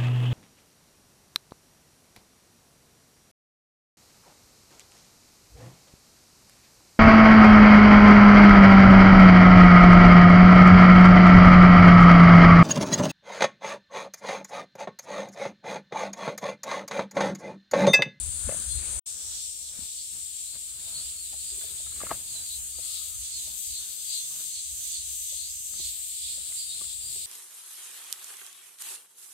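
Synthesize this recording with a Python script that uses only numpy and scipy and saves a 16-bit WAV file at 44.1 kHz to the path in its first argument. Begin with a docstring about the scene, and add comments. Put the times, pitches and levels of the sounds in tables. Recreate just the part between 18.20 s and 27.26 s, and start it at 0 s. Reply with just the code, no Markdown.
"""Cicadas at a summer forest edge.

A far chorus drones while nearer singers swell and fade in phrases. Each clicks its tymbals, a periodic
drive whose overtones are shaped by the resonance of its belly. Wind rumbles in the two microphones of
a hand-held camera, cloth rustles, and the camera body creaks and gives one soft knock. Faint buzzes
sound far off. Early on, the sound drops out for a moment and returns from another spot."""
import sys
import numpy as np
from scipy import signal
from scipy.fft import rfft, irfft
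from scipy.io import wavfile
from scipy.ndimage import uniform_filter1d

SR = 44100
rng = np.random.default_rng(int(sys.argv[2]) if len(sys.argv) > 2 else 0)


def log_audio(samples):
    """Write samples as a 16-bit WAV file to the path given in sys.argv[1]."""
    # one column per channel
    frames = np.atleast_2d(samples).T
    # limit to full scale, then quantise
    limited = np.clip(frames, -1, 1)
    pcm = np.round(limited * 32767).astype(np.int16)
    wavfile.write(sys.argv[1], SR, pcm)


N = 399546
GAP_S = .7965, .858  # start and end of the drop-out


def undb(db):
    """Amplitude grows tenfold for every 20 dB."""
    return 10 ** (np.asarray(db) / 20)

def unit(x):
    """Normalisation to rms 1 in each channel."""
    return x / np.sqrt(np.mean(x ** 2, axis=-1, keepdims=True))

def walk(rate, channels=1):
    """Slow random fluctuation of rms 1: values held for 1 / rate seconds and smoothed twice."""
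    hold = int(SR / rate)
    steps = np.repeat(rng.standard_normal((channels, N // hold + 1)), hold, axis=1)
    return unit(uniform_filter1d(uniform_filter1d(steps, hold), hold)[:, :N])

def curve(table):
    """Linear interpolation of each column over the times in the first."""
    times, *columns = np.vstack(table).T
    return [np.interp(np.arange(N) / SR, times, column) for column in columns]

def phrases(rows):
    """Half-sine swells that add in power."""
    t = np.arange(N) / SR
    return np.sqrt(sum((undb(db) * np.cos(np.pi * np.clip((t - middle) / length, -.5, .5))) ** 2
                       for middle, length, db, *_ in rows))

def resonance(hz, modes):
    """Gain at hz of steep resonances that add in power."""
    return np.sqrt(sum(undb(db) ** 2 / (1 + (2 * (hz - f) / width) ** 2) ** 2 for f, width, db in modes))

def slope(colour):
    """Spectral envelope: gain as a function of frequency, interpolated in dB over log frequency."""
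    hz, db = np.transpose(colour)
    return lambda f: undb(np.interp(np.log(f), np.log(hz), db))

def noise(gain, alike=0.):
    """Partly coherent noise shaped by gain(Hz); both microphones share the fraction alike of its power."""
    white = rng.standard_normal((3, N))
    pair = np.sqrt(alike) * white[0] + np.sqrt(1 - alike) * white[1:]
    return unit(irfft(rfft(pair) * gain(np.fft.rfftfreq(N, 1 / SR) + 1), N))

def place(pair, levels, swells=0., sway_db=1.4):
    """Level difference gives direction: the balance (left minus right) sways; swells add in power."""
    db, balance_db = curve(levels)
    side = undb((balance_db + sway_db * walk(6.)[0]) * np.array([[.5], [-.5]]))
    return pair * side * np.hypot(undb(db), swells) * 2 / np.sqrt(np.sum(side ** 2, axis=0))

def tymbal_song(click_hz, belly, clear, wander, flicker_db, flicker_rate):
    """Periodic clicks form a harmonic comb; tree echoes blur all but the share clear into noise."""
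    phase = 2 * np.pi * np.cumsum(click_hz * (1 + wander * walk(4.)[0])) / SR
    centres = np.array(belly)[:, 0]
    comb = 0
    for k in range(int(centres.min() / click_hz) - 3, int(centres.max() / click_hz) + 4):
        # each overtone reaches each microphone by its own changing paths
        paths = undb(flicker_db * np.clip(walk(flicker_rate, channels=2), -3, 1.6))
        overtone = np.cos(k * phase + 2 * np.pi * rng.random((2, 1)))
        comb = comb + resonance(k * click_hz, belly) * paths * overtone
    return np.sqrt(clear) * unit(comb) + np.sqrt(1 - clear) * noise(lambda f: resonance(f, belly))


# Belly resonances of the chorus's two bands. Each row: centre in Hz, width in Hz, gain in dB.
FAR_BELLY = [(7510, 800, 0), (8090, 940, 2)]
FAR_TOP_BELLY = [(8710, 790, 4), (9224, 220, 4.5), (9660, 1130, -3.5)]
# Their loudness, before and after the drop-out. Each row: time in seconds, level in dB, balance in dB.
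FAR_LEVELS = [
    [(0.0, -40, 11), (0.79, -39, 11)],
    [(0.86, -40.5, 7), (2.0, -41, 6.5), (3.3, -40.5, 4), (4.1, -41.5, 5), (5.3, -41, 4), (7.18, -40.5, 7),
     (9.06, -39.5, 4.5)],
]
FAR_TOP_LEVELS = [
    [(0.0, -36.5, 14), (0.79, -36.5, 7)],
    [(0.86, -44.5, 9.0), (1.32, -47.5, 9.8), (3.49, -43, 5.5), (5.11, -44, 7.2), (6.75, -44, 7.5),
     (7.5, -47, 19), (8.37, -42.5, 5.9), (9.06, -45.5, 5.8)],
]

def far_chorus():
    """Scattering by trees smears distant cicadas into two bands of steady hiss."""
    main = tymbal_song(393., FAR_BELLY, clear=.13, wander=.003, flicker_db=5.5, flicker_rate=35.)
    main = place(main, FAR_LEVELS)
    top = tymbal_song(394., FAR_TOP_BELLY, clear=.13, wander=.004, flicker_db=6., flicker_rate=25.)
    return main + place(top, FAR_TOP_LEVELS)


# Belly resonances of the low singers. Each row: centre in Hz, width in Hz, gain in dB.
LOW_MODES = [(3606, 830, 0.15), (4364, 1780, 2.9)]
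# Their drone between phrases. Each row: time in seconds, level in dB, balance in dB.
LOW_LEVELS = [
    [(0.0, -52, -0.5), (0.79, -51, -5)],
    [(0.86, -52.5, -0.21), (2.5, -51, -0.43), (4.45, -58.5, -0.71), (5.8, -46, 0.33), (7.4, -53.5, 0.56),
     (8.3, -51, -0.12), (9.06, -49.5, -2.2)],
]
# Their phrases. Each row: middle and length in seconds, peak in dB, click rate in Hz,
# clearest tone in Hz, its level in dB before the belly's gain.
LOW_SWELLS = [(0.555, 0.28, -55, 382, 4180, -48), (1.174, 0.22, -50, 370, 4450, -65),
              (1.436, .25, -65, 387, 4290, -54), (1.79, 0.46, -56, 377, 4420, -50),
              (2.33, 0.42, -67, 360, 4400, -46.5), (2.774, 0.86, -55.5, 365, 4450, -42),
              (3.032, 0.44, -58, 400, 4270, -45), (3.231, 0.33, -52, 370, 4500, -45.5),
              (3.462, 0.22, -49.5, 389, 3520, -45.5), (3.692, 0.45, -52.5, 372, 3840, -46),
              (3.903, 0.35, -55, 378, 4290, -45.5), (4.114, 0.52, -50, 365, 4480, -42.5),
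              (4.317, .24, -50, 390.5, 4070, -40), (4.56, 0.21, -52, 359, 4670, -47),
              (4.749, 0.37, -45, 375, 3930, -53), (5.145, 0.61, -50, 392, 4340, -42),
              (5.571, 0.25, -64, 389, 4300, -43), (5.66, 0.15, -61, 394, 4600, -57),
              (5.97, 0.2, -60, 389, 4310, -40), (6.364, 0.32, -55, 392, 4250, -46),
              (6.778, 0.37, -56.5, 392, 4320, -42.5), (7.221, 0.43, -49, 390, 4200, -41),
              (7.633, 0.44, -48, 389, 4300, -43), (8.088, 0.52, -47, 384, 3800, -44),
              (8.434, 0.26, -62, 393, 4730, -45), (8.58, 0.44, -48.5, 376, 4100, -43.5),
              (8.865, 0.13, -57, 392, 4700, -44), (9.043, 0.17, -45.5, 383, 4160, -63)]

def low_singers():
    """Superposition of two cicadas with different click rates makes one rough, swelling song."""
    pair = sum(tymbal_song(click_hz, LOW_MODES, clear=.22, wander=.006, flicker_db=5., flicker_rate=16.)
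               for click_hz in (391., 371.)) / np.sqrt(2)
    return place(pair * undb(1.2 * walk(40.)), LOW_LEVELS, phrases(LOW_SWELLS)) + ringing_overtones()

def ringing_overtones(ring_s=.15, slip_s=.07, step_db=4.5, scatter_db=5.):
    """Harmonics ring in each low phrase, weaker and looser in time the farther from its clearest tone."""
    out, t = np.zeros((2, N + 2 * SR)), np.arange(int(ring_s * SR)) / SR
    harmonics = range(9, 14)
    chance = rng.random((len(LOW_SWELLS), len(harmonics), 3, 2, 1))
    rasp = .2 * np.tile(walk(110., channels=2), 2)  # phase jitter in turns
    for (middle, _, _, click_hz, clear_hz, db), draws in zip(LOW_SWELLS, chance):
        for k, (turn, loss, slip) in zip(harmonics, draws):
            steps = abs(k - clear_hz / click_hz)
            at = int((middle - ring_s / 2 + slip_s * steps * (2 * slip[0, 0] - 1)) * SR)
            gain = undb(db - step_db * steps - scatter_db * loss) * resonance(k * click_hz, LOW_MODES)
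            tone = np.cos(2 * np.pi * (k * click_hz * t + rasp[:, at:at + len(t)] + turn))
            out[:, at:at + len(t)] += gain * tone * np.sqrt(np.hanning(len(t)))
    return out[:, :N] * undb(3.5 * walk(32., channels=2))


# Belly resonances of the middle singer. Each row: centre in Hz, width in Hz, gain in dB.
MID_MODES = [(5967, 39, 9), (6380, 1030, -0.5)]
# Its glide. Each row: time in seconds, pitch in Hz; at the last row's pitch the song is unshifted.
MID_GLIDE = [(0, 6400), (2.0, 6340), (2.8, 6830), (4.4, 6545), (5.6, 6225), (7.7, 6194), (9.06, 6030)]
# Its loudness. Each row: time in seconds, level in dB, balance in dB.
MID_LEVELS = [
    [(0.0, -48.5, 2.8), (0.79, -46, 2.6)],
    [(0.86, -48, -6), (2.19, -58.5, -21), (3.31, -51, -7), (4.08, -49, -7), (6.34, -45.5, -8),
     (7.6, -46.5, -4), (7.74, -62, -15), (8.69, -61.5, -13), (9.06, -59, -9)],
]

def middle_singer():
    """A frequency shift moves every overtone by the same amount, so the whole song glides."""
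    song = tymbal_song(203.3, MID_MODES, clear=.15, wander=.002, flicker_db=5., flicker_rate=14.)
    shift_hz = curve(MID_GLIDE)[0] - MID_GLIDE[-1][1]
    gliding = np.real(signal.hilbert(song) * np.exp(2j * np.pi * np.cumsum(shift_hz) / SR))
    return place(gliding, MID_LEVELS)


# Belly resonances of the high singer. Each row: centre in Hz, width in Hz, gain in dB.
HIGH_MODES = [(12550, 1500, -2), (13300, 680, 1), (13980, 2300, 1), (12600, 2400, -1.3)]
# Its clarity. Each row: time in seconds, share of the power in steady clicks from 0 to 1.
HIGH_CLARITY = [(0, .05), (3.0, .2), (5.5, .3), (6.1, .55), (7.5, .55), (8.0, .25), (9.06, .1)]
# Its drone between phrases. Each row: time in seconds, level in dB, balance in dB.
HIGH_LEVELS = [
    [(0.0, -58, 6.9), (0.79, -57, 14)],
    [(0.86, -55.5, 1.7), (1.89, -55.5, 8.6), (3.1, -54, 8), (5.3, -51.5, 7.3), (6.4, -54, 9.6),
     (7.6, -53, 9.1), (8.5, -53, 5.4), (9.06, -50, 7.7)],
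]
# Its phrases. Each row: middle in seconds, length in seconds, peak in dB.
HIGH_SWELLS = [(2.65, .3, -60), (3.07, .3, -55), (3.46, 0.33, -50), (3.94, 0.44, -50), (4.36, 0.46, -51),
               (4.87, 0.51, -49), (5.37, 0.45, -47), (5.77, 0.47, -47.5), (6.15, 0.48, -46.5),
               (6.59, 0.39, -46.5), (7.0, 0.4, -46.5), (7.41, 0.46, -47.5), (7.81, 0.51, -48.5),
               (8.34, 0.27, -56)]

def high_singer():
    """Belly resonance near 13 kHz selects high harmonics of the clicks: a thin, pulsing sizzle."""
    clear = curve(HIGH_CLARITY)[0]
    song = tymbal_song(194.2, HIGH_MODES, clear, wander=.0013, flicker_db=5.5, flicker_rate=11.)
    return place(song, HIGH_LEVELS, phrases(HIGH_SWELLS))


# Spectrum of the background hiss. Each row: frequency in Hz, gain in dB.
HISS_COLOUR = [(710, -75), (1200, -88), (1770, -24.5), (3060, -9), (3960, -18.5), (4460, -21), (5650, -15),
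               (7240, 0), (7800, -1), (8690, -10.5), (10900, -9), (13700, -21), (15700, -14.5)]
# Its loudness. Each row: time in seconds, level in dB, balance in dB.
HISS_LEVELS = [
    [(0, -49, -2), (.79, -48, -2)],
    [(.865, -50.5, -1), (3, -46, -0.5), (6, -45, -0.5), (9.06, -46, -1.5)],
]

def forest_hiss():
    """Treble noise, incoherent between the microphones, is heard as a diffuse field."""
    return place(noise(slope(HISS_COLOUR)), HISS_LEVELS)


# Resonances of the microphone ports. Each row: centre in Hz, width in Hz, gain in dB.
PORT_MODES = [(67.8, 30, 27), (45, 40, -17)]
# Wind between gusts. Each row: time in seconds, level in dB, balance in dB.
WIND_LEVELS = [
    [(0, -51, 7.1), (.6, -48.5, 8.7), (.79, -43, 3)],
    [(.87, -63, -1), (2.1, -65, -4), (3.6, -62, 0.5), (5.3, -62.5, -2), (5.9, -72, -3), (7.2, -59.5, -1),
     (9.06, -68.5, 1)],
]
# Gusts. Each row: middle in seconds, length in seconds, peak in dB.
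WIND_GUSTS = [(0.07, 0.14, -39.5), (0.27, 0.063, -38), (0.54, 0.24, -40), (1.1, 0.17, -58),
              (1.62, 0.11, -54), (2.85, 0.12, -65), (3.34, 0.067, -54), (3.8, 0.41, -54.5),
              (4.42, 0.16, -53.5), (4.59, 0.12, -55.5), (4.97, 0.2, -53.5), (5.5, 0.12, -54),
              (6.52, 0.087, -57), (6.95, 0.76, -61), (7.65, 0.22, -59), (8.21, 0.087, -57.5),
              (8.8, 0.35, -58)]

def wind():
    """Turbulence drives a low, fluttering boom in the microphone ports."""
    boom = noise(lambda f: resonance(f, PORT_MODES), alike=.3) * undb(1.2 * walk(12., channels=2))
    flutter = undb(1.3 * walk(12.))
    return place(boom * flutter, WIND_LEVELS, phrases(WIND_GUSTS))


# Spectrum of the rustle. Each row: frequency in Hz, relative spectral density in dB.
RUSTLE_SPECTRUM = [(60, -25.5), (110, 8.5), (200, 0), (400, -6.5), (550, -3), (1000, -10), (1800, -3),
                   (3000, -9)]
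# Rustle between brushes. Each row: time in seconds, level in dB, balance in dB.
RUSTLE_LEVELS = [
    [(0.0, -56, 2), (0.442, -54, 1.3), (0.79, -55.5, 1.8)],
    [(0.86, -65.5, 0.093), (2.2, -73, 0.2), (3.3, -69.5, 0.17), (4.36, -66, 0.64), (5.4, -68, 0.9),
     (6.5, -72, 1), (8.0, -71.5, 0), (9.06, -74.5, 0.19)],
]
# Brushes of cloth or grass. Each row: middle in seconds, length in seconds, peak in dB.
BRUSHES = [(0.27, .06, -58), (0.33, 0.17, -55.5), (1.17, 0.091, -68), (1.6, 0.21, -60), (1.96, 0.12, -61.5),
           (2.355, 0.062, -59.5), (2.7, 0.75, -63), (3.14, 0.08, -61.5), (3.45, 0.6, -62),
           (3.87, 0.44, -56), (3.855, .05, -52), (3.93, 0.079, -51), (4.18, 0.25, -62.5),
           (4.62, 0.17, -60.5), (5.3, 0.14, -65.5), (5.65, 0.19, -65), (6.13, 0.29, -65), (6.66, 0.3, -70),
           (6.9, 0.14, -68), (7.2, 0.26, -76), (7.57, 0.26, -64.5), (8.2, 0.18, -65.5), (8.32, 0.22, -65.5),
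           (8.6, 0.41, -63.5), (8.62, 0.048, -63), (8.93, 0.39, -63.5)]

def rustle():
    """Friction of hands and clothes makes noise whose bands fluctuate partly together, partly alone."""
    together, colour, bands = walk(9.2), slope(RUSTLE_SPECTRUM), 0
    for hz in 110 * 2 ** np.arange(0, 4.6, .75):
        band = noise(lambda f: resonance(f, [(hz, hz * .6, 0)]), alike=.55)
        bands = bands + band * colour(hz) * np.sqrt(hz) * undb(1.5 * together + 2.6 * walk(12.))
    return place(unit(bands), RUSTLE_LEVELS, phrases(BRUSHES))


# Modes of the camera body. Each row: frequency in Hz, gain in dB, time to decay by 60 dB in seconds.
BODY_MODES = [(222, 4, 0.022), (357, -10, 0.021), (455, -10.5, 0.0083), (567, -9, 0.016), (658, 5.5, 0.03),
              (850, 0, 0.018), (865, -10, 0.011), (1150, 2.5, 0.022), (1350, 4, 0.0086),
              (1690, 10.5, 0.016), (2070, 9.5, 0.024), (2660, 1, 0.013)]
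# Its creaks and knocks. Each row: start in seconds, peak in dB, favoured pitch in Hz, balance in dB,
# time constant of the contact in seconds.
BODY_SLIPS = [(0.27, -37, 244, 2, .006), (0.29, -24.5, 522, 3, 0.0026), (0.305, -39, 610, 1, 0.0035),
              (0.322, -30.5, 553, 4, 0.0024), (0.341, -37, 560, 4, 0.0033),
              (0.288, -40.5, 2540, 16, 0.0041), (0.312, -39, 2640, 10, 0.0022),
              (1.589, -47.5, 248, -20, 0.0013), (1.619, -54, 253, -13, 0.0043),
              (2.349, -59, 1200, 0, 0.0024), (2.659, -57, 667, 6, 0.018), (3.129, -46.5, 790, 2, 0.0061),
              (3.409, -48, 1500, 6, 0.0083), (3.437, -48, 653, -5, 0.0015), (3.601, -52, 595, 1, 0.0025),
              (3.663, -48, 1320, 8, 0.0051), (3.72, -45.5, 1340, 0.0, 0.0026),
              (3.759, -50, 1270, 3, 0.0021), (3.803, -33, 1224, 0, 0.0016), (3.814, -32, 1207, 6, 0.0016),
              (3.827, -39, 1600, 3, 0.0015), (3.835, -27.5, 440, 3.5, 0.00089),
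              (3.865, -30.5, 1340, 6, 0.0027), (3.892, -36, 1350, 4, 0.0022), (3.904, -26, 1264, 2, 0.0077),
              (3.911, -23, 1230, 1, 0.00068), (3.914, -17, 744, 1, 0.00087), (4.15, -55, 640, 4, 0.0034),
              (4.584, -46, 516, -2, 0.0049), (5.269, -53, 600, 5, 0.0075), (6.106, -56, 1130, 0, 0.0037),
              (6.202, -59, 600, 6, .004), (7.121, -51, 577, 2, 0.0065), (7.536, -49, 1300, 7, 0.0033),
              (7.594, -45, 361, 3, 0.0044), (8.175, -53, 563, 3, 0.0055), (8.202, -62, 557, 3, 0.0027),
              (8.3, -61, 646, -3, 0.0047), (8.322, -46, 2360, 3, 0.001), (8.611, -43, 1160, -4, 0.0024),
              (8.612, -49, 372, 8, 0.0036), (8.64, -49, 1370, -10, 0.002), (8.954, -53, 384, 4, 0.0076)]

def camera_knocks(roughness=3., alike=.92, db_per_octave=18.):
    """Modal excitation: each slip is a rough chatter that rings the modes near its favoured pitch."""
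    out, t = np.zeros((2, N + SR)), np.arange(SR // 10) / SR
    white = rng.standard_normal((len(BODY_SLIPS), 3, len(t)))
    chatters = np.sqrt(alike) * white[:, :1] + np.sqrt(1 - alike) * white[:, 1:]
    for (start, db, hz, balance_db, contact_s), chatter in zip(BODY_SLIPS, chatters):
        age = t / max(contact_s, .001)
        contact = age ** .8 * np.exp(-age)  # a soft contact swells before it fades
        force = (np.sin(2 * np.pi * hz * t) + roughness * chatter) * contact
        body = sum(undb(gain_db - db_per_octave * abs(np.log2(f / hz)) - 60 * t / t60)
                   * np.sin(2 * np.pi * f * t) for f, gain_db, t60 in BODY_MODES)
        hit = signal.fftconvolve(force, body[None], axes=1)[:, :len(t)]
        at = int(start * SR)
        out[:, at:at + len(t)] += hit / np.abs(hit).max() * undb(db + balance_db * np.array([[.5], [-.5]]))
    return out[:, :N]


# Belly resonance of the fading singer. 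The row: centre in Hz, width in Hz, gain in dB.
FADING_MODES = [(5720, 1100, 0)]
# Its loudness. Each row: time in seconds, level in dB, balance in dB.
FADING_LEVELS = [
    [(0.865, -50.5, -4), (1.173, -48.5, -8), (2.589, -61, -3), (2.6, -63, -7)],
]

def fading_singer():
    """Noise under one belly resonance: a blurred song that enters at the drop-out and sinks away."""
    song = noise(lambda f: resonance(f, FADING_MODES))
    return place(song, FADING_LEVELS) * (np.arange(N) > GAP_S[0] * SR)


# Faint distant buzzes. Each row: middle in seconds, length in seconds, peak in dB, pitch in Hz.
FAR_BUZZES = [(2.74, 0.58, -70, 1276), (3.44, 0.27, -62, 400), (4.786, 0.54, -69.5, 1260),
              (8.914, 0.3, -71, 390)]

def far_buzzes(relative_width=.17, rough_db=3.):
    """Narrow-band noise has a pitch; fast amplitude modulation roughens it to a buzz."""
    out = 0
    for middle, length, db, hz in FAR_BUZZES:
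        band = noise(lambda f: resonance(f, [(hz, relative_width * hz, 0)]), alike=.88)
        held = np.sqrt(phrases([(middle, length, 0)]))  # the root flattens the swell
        out = out + band * held * undb(db)
    return out * undb(rough_db * walk(35.))


def scene(small_body_hz=2200):
    """Superposition of all sources; moving air makes the treble flicker differently at each microphone."""
    songs = far_chorus() + low_singers() + middle_singer() + high_singer() + fading_singer()
    # so small a body radiates little at low frequencies
    songs = signal.sosfilt(signal.butter(4, small_body_hz, "high", fs=SR, output="sos"), songs)
    treble = songs + forest_hiss()
    flicker_db = np.array([[.8], [1.4]]) * walk(14., channels=2) + .6 * walk(12.)
    return treble * undb(flicker_db) + wind() + rustle() + camera_knocks() + far_buzzes()

def record(dry, cutoff_hz=15770):
    """A gate silences the sound briefly, and a steep low-pass filter removes the highest treble."""
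    t = np.arange(N) / SR
    gate = np.clip(np.maximum((GAP_S[0] - t) / .002, (t - GAP_S[1]) / .008), 0, 1)
    return signal.sosfilt(signal.ellip(16, .3, 75, cutoff_hz, fs=SR, output="sos"), dry * gate)


dry = scene()
out = record(dry)
log_audio(out)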